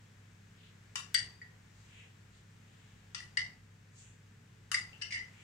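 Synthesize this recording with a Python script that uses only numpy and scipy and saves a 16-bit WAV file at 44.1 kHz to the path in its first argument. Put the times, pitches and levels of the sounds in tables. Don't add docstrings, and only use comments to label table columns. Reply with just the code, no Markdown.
import sys
import numpy as np
from scipy import signal
from scipy.fft import rfft, irfft
from scipy.io import wavfile

SR = 44100
rng = np.random.default_rng(int(sys.argv[2]) if len(sys.argv) > 2 else 0)


def store_pcm(level_fs):
    pcm = np.round(np.clip(level_fs, -1, 1) * 32767).astype(np.int16)
    wavfile.write(sys.argv[1], SR, np.atleast_2d(pcm).T)


N = 239769
TOUCH_TIME = np.arange(SR // 2) / SR

# start_s, knock_db, glass_db, spoon_db, hardness_db, pitch_ratio, low_hz, high_hz
BLOWS = [ (0.9563, -10.5, -14.5, -21.5, 2.5, 0.98, 940, 10000),
         (1.1442, -13.5, -27, -8, 2.5, 0.92, 1990, 8150), (1.145, -7, -14, -3, 4.6, 0.97, 1930, 7900),
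         (1.415, -51, -55, -21, -14, 0.967, 1600, 7000), (3.147, -15, -22.5, -23, 6, 1.005, 1250, 8100),
         (3.202, -27, -46, -21.5, -19, 0.99, 1400, 9500),
         (3.371, -12, -17.5, -0.8, -8.7, 1.004, 1400, 6200), (4.7161, -8.5, -13, -33, 8, 1.0, 980, 11000),
         (4.7422, -11.5, -19.5, -1, -5.5, 1.015, 1400, 9100), (4.928, -48, -29, -57, -2, 1.0, 2510, 2840),
         (5.0134, -26, -28, -30.5, 3, 1.03, 1590, 6000), (5.0186, -23.5, -14, -19.5, 4, 1.05, 1630, 5800)]
# pitch_hz, t60_s
SPOON_MODES = [(1985, 0.032), (4765, 0.05), (8290, 0.014)]
# pitch_hz, level_db, t60_s
GLASS_MODES = [(1155, -4, .014), (1418, -6, 0.021), (1718, -5.5, .03), (2772, 4, 0.017), (2950, 0.5, 0.03),
               (3440, -25, .02), (4140, -23, .02), (5577, 1, 0.023), (5830, -4.5, 0.029), (6980, -4, 0.035),
               (9300, -6, .035), (10800, -15, .03)]
# start_s, level_db, pan_db
BARE_GLASS_SNAP = (1.1434, -17, 11)
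# start_s, length_s, knock_db, glass_db, spoon_db, hardness_db, low_hz, high_hz
JUDDER = (5.106, 0.1, -19.5, -20, -10, -5.5, 1777, 7200)
# peak_s, length_s, swish_hz, swish_db, fizz_db
CREAM_SMEARS = [(0.647, 0.1, 3100, -64.5, -85), (1.817, 0.15, 4300, -74.5, -75.5),
                (1.993, 0.13, 2480, -59, -74), (2.37, 0.07, 3580, -71, -74), (2.822, 0.31, 2960, -72, -79),
                (4.0, 0.06, 4900, -68, -68), (4.06, 0.125, 2600, -69.5, -66),
                (5.42, 0.13, 2410, -62, -74.5)]
# frequency_hz, density_db
JOLT_SPECTRUM = [(40, -8), (130, 0), (300, -16.5), (560, -22), (800, -14), (1300, -24), (12000, -42)]
# frequency_hz, t60_s
ROOM_DECAY = [(500, 0.34), (2000, .31), (4700, 0.31), (8000, 0.28), (14000, 0.23)]
# pitch_hz, relative_db
HUM_PARTIALS = [(100, -62.5), (166, -70), (200, -74.5), (300, -87.5), (437, -85)]
# frequency_hz, density_db
RUMBLE_SPECTRUM = [(20, -12), (35, -11), (52, 1), (80, -8.5), (120, 4.5), (180, -7.5), (240, -5),
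                   (300, -19.5), (450, -28), (900, -50)]
# frequency_hz, density_db
HISS_SPECTRUM = [(180, -31), (300, -3.5), (378, -2.5), (439, -3), (571, -6), (620, -8.5), (953, -6.5),
                 (1180, -6.5), (1750, -2), (4350, -13.5), (7500, -13), (10100, -26.5), (15500, -28.5)]
# time_s, contour_db
HISS_DRIFT = [(0.0, -71), (0.41, -72.5), (1.0, -70), (1.15, -64.5), (1.42, -72), (1.72, -71), (1.89, -69.5),
              (2.35, -72.5), (3.41, -70), (3.59, -75), (4.77, -73), (4.92, -66), (5.44, -67.5)]
# frequency_hz, correlation
MIC_COHERENCE = [(50, 0.95), (180, 0.99), (350, 0.23), (700, 0.14), (2000, 0.17), (12000, .3)]

GLASS_PAN_DB = 6


def clinks(slide_s=0.0019):
    out = np.zeros((2, N))
    for start_s, *blow in BLOWS:
        add(out, start_s, touch(*blow, slide_s))
    return out


def touch(knock_db, glass_db, spoon_db, hardness_db, pitch_ratio, low_hz, high_hz, slide_s):
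    paths, force = kitchen_paths(), contact_force(slide_s)
    glass = sum(amp(db) * unit_energy(ring(force, hz, t60)) for hz, db, t60 in GLASS_MODES)
    sound = amp(knock_db) * in_kitchen(gripped(knock(force), low_hz, high_hz), paths, wet_db=0)
    sound += amp(glass_db) * in_kitchen(gripped(glass, low_hz, high_hz), paths, wet_db=2)
    sound *= panned(GLASS_PAN_DB)
    middle_db = spoon_db + hardness_db
    bends_db = [spoon_db, middle_db, 1.2 * middle_db - 9.3]
    for k, ((hz, t60), db) in enumerate(zip(SPOON_MODES, bends_db)):
        bend = ring(force, hz * pitch_ratio ** (1 / (k + 1)), t60)
        wet_db, beam = (-4.5, 0.91) if k else (-0.5, 0.055)
        sound += amp(db) * panned(beam * GLASS_PAN_DB) * in_kitchen(bend, paths, wet_db)
    return sound


def contact_force(slide_s, grit=0.15):
    force = grit * rng.standard_normal(len(TOUCH_TIME)) * np.exp(-TOUCH_TIME / slide_s)
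    force[0] += 1
    return force


def knock(force, soft_hz=4000):
    return signal.sosfilt(signal.butter(1, soft_hz, fs=SR, output="sos"), force)


def ring(force, hz, t60):
    mode = np.cos(2 * np.pi * hz * TOUCH_TIME) * amp(-60 * TOUCH_TIME / t60)
    band = signal.butter(2, [hz - 300, hz + 300], "band", fs=SR, output="sos")
    return signal.sosfilt(band, signal.fftconvolve(force, mode)[:len(TOUCH_TIME)])


def gripped(sound, low_hz, high_hz):
    grip = signal.butter(6, low_hz, "high", fs=SR, output="sos")
    cream = signal.butter(6, high_hz, fs=SR, output="sos")
    return signal.sosfilt(np.vstack([grip, cream]), sound)


def snap(band_hz=(4000, 14000)):
    start_s, level_db, pan_db = BARE_GLASS_SNAP
    band = signal.butter(2, band_hz, "band", fs=SR, output="sos")
    click = unit_energy(signal.sosfilt(band, signal.unit_impulse(len(TOUCH_TIME))))
    out = np.zeros((2, N))
    add(out, start_s, amp(level_db) * panned(pan_db) * click)
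    return out


def judder(slips=7, jitter_s=0.0005, rise_s=0.014, fade_from_s=0.041, fade_db_per_s=318, dull_db_per_s=130):
    start_s, length_s, knock_db, glass_db, spoon_db, hardness_db, low_hz, high_hz = JUDDER
    out = np.zeros((2, N))
    for t, pitch_ratio in zip(np.linspace(0, length_s, slips), np.linspace(1.075, 0.98, slips)):
        rise_db = -7.5 * max(1 - t / rise_s, 0)
        fade_db = fade_db_per_s * max(t - fade_from_s, 0)
        dull_db = dull_db_per_s * t
        slip = touch(knock_db - dull_db, glass_db - dull_db, spoon_db, hardness_db - dull_db,
                     pitch_ratio, low_hz, high_hz, slide_s=0.008)
        add(out, start_s + t + jitter_s * rng.standard_normal(), amp(rise_db - fade_db) * slip)
    return out


def smears(grain_db=3, fizz_hz=7120, pan_db=2):
    t, hz = np.arange(N) / SR, np.fft.rfftfreq(N, 1 / SR)
    grains = rfft(rng.standard_normal((2, N)) * amp(grain_db * np.minimum(rng.exponential(1, N), 4)))
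    out = np.zeros((2, N))
    for peak_s, length_s, swish_hz, swish_db, fizz_db in CREAM_SMEARS:
        swish = (swish_hz, 0.36, swish_db, length_s)
        fizz = (fizz_hz, 0.18, fizz_db, 1.08 * length_s)
        for centre_hz, octaves, db, span_s in (swish, fizz):
            colour = np.exp(-.5 * (np.log2((hz + 1) / centre_hz) / octaves) ** 2)
            swell = np.exp(-2 * ((t - peak_s) / span_s) ** 2)
            out += amp(db) * unit_rms(irfft(grains * colour, N)) * swell
    return out * panned(pan_db)


def jolts(base_db=-60, rise_s=0.069, follow=0.35):
    t, power = np.arange(N) / SR, np.zeros(N)
    for start_s, spoon_db in [(row[0], row[3]) for row in BLOWS] + [(JUDDER[0], JUDDER[4])]:
        age = np.maximum(t - start_s, 0) / rise_s
        power += (amp(follow * spoon_db) * age * np.exp(1 - age)) ** 2
    return amp(base_db) * diffuse_noise(JOLT_SPECTRUM) * np.sqrt(power)


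def kitchen_paths(near_s=0.0039, near_db=5, build_s=0.0052, wall_s=0.045, wall_spread_s=0.0071):
    t = TOUCH_TIME
    shape = (2, 2, len(t))
    near, tail = rng.standard_normal(shape) * (rng.random(shape) < .2)
    near = amp(near_db) * unit_energy(near * np.sqrt(t) * np.exp(-2 * t / near_s))
    near[:, 0] += 1
    near[1] = np.roll(near[1], 26)
    hz, frame_s, frames = signal.stft(tail, SR, nperseg=256)
    decay = amp(-60 * frame_s / at_frequency(ROOM_DECAY, hz)[:, None])
    tail = signal.istft(frames * decay, SR, nperseg=256)[1][:, :len(t)]
    build_up = 1 - np.exp(-(t / build_s) ** 2)
    walls = 1 + 0.34 * np.exp(-((t - wall_s) / wall_spread_s) ** 2)
    return near, tail * build_up * walls


def in_kitchen(sound, paths, wet_db):
    near, tail = (signal.fftconvolve(sound[None], path, axes=1)[:, :len(TOUCH_TIME)] for path in paths)
    return unit_energy(near) + amp(wet_db) * unit_energy(tail)


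def appliance_hum(waver_rad_per_hz=0.0012):
    t, knots_s = np.arange(N) / SR, np.linspace(0, N / SR, 20)
    hum = np.zeros(N)
    for hz, db in HUM_PARTIALS:
        waver = waver_rad_per_hz * hz * np.interp(t, knots_s, rng.standard_normal(len(knots_s)))
        hum += amp(db) * np.sqrt(2) * np.sin(2 * np.pi * (hz * t + rng.random()) + waver)
    return hum


def room_tone(low_gain_db=0.64, hiss_db=-65.5, hiss_pan_db=3.5, drift_share=0.53):
    low = amp(-64.5) * diffuse_noise(RUMBLE_SPECTRUM) + appliance_hum()
    hiss = amp(hiss_db) * diffuse_noise(HISS_SPECTRUM) * panned(hiss_pan_db)
    time_s, contour_db = np.transpose(HISS_DRIFT)
    drift_db = drift_share * np.interp(np.arange(N) / SR, time_s, contour_db - contour_db.mean())
    return amp(low_gain_db) * low + hiss * amp(drift_db)


def diffuse_noise(spectrum):
    hz = np.fft.rfftfreq(N, 1 / SR)
    left, independent = rfft(rng.standard_normal((2, N)))
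    likeness = at_frequency(MIC_COHERENCE, hz)
    right = likeness * left + np.sqrt(1 - likeness ** 2) * independent
    return unit_rms(irfft(np.array([left, right]) * amp(at_frequency(spectrum, hz)), N))


def amp(db):
    return 10 ** (np.asarray(db) / 20)


def panned(db):
    return amp([[db / 2], [-db / 2]])


def unit_rms(x):
    return x / np.sqrt(np.mean(x ** 2) + 1e-20)


def unit_energy(x):
    return x / np.sqrt(np.sum(x ** 2, axis=-1, keepdims=True) + 1e-20)


def at_frequency(table, hz):
    table_hz, values = np.transpose(table)
    return np.interp(np.log(hz + 1), np.log(table_hz), values)


def add(mix, start_s, sound):
    part = mix[:, round(start_s * SR):][:, :sound.shape[1]]
    part += sound[:, :part.shape[1]]


def scene():
    return clinks() + snap() + judder() + jolts() + smears() + room_tone()


def record(dry):
    lowpass = signal.firwin(255, 15900, window=("kaiser", 8), fs=SR)
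    return signal.oaconvolve(dry, lowpass[None], "same")


dry = scene()
out = record(dry)
store_pcm(out)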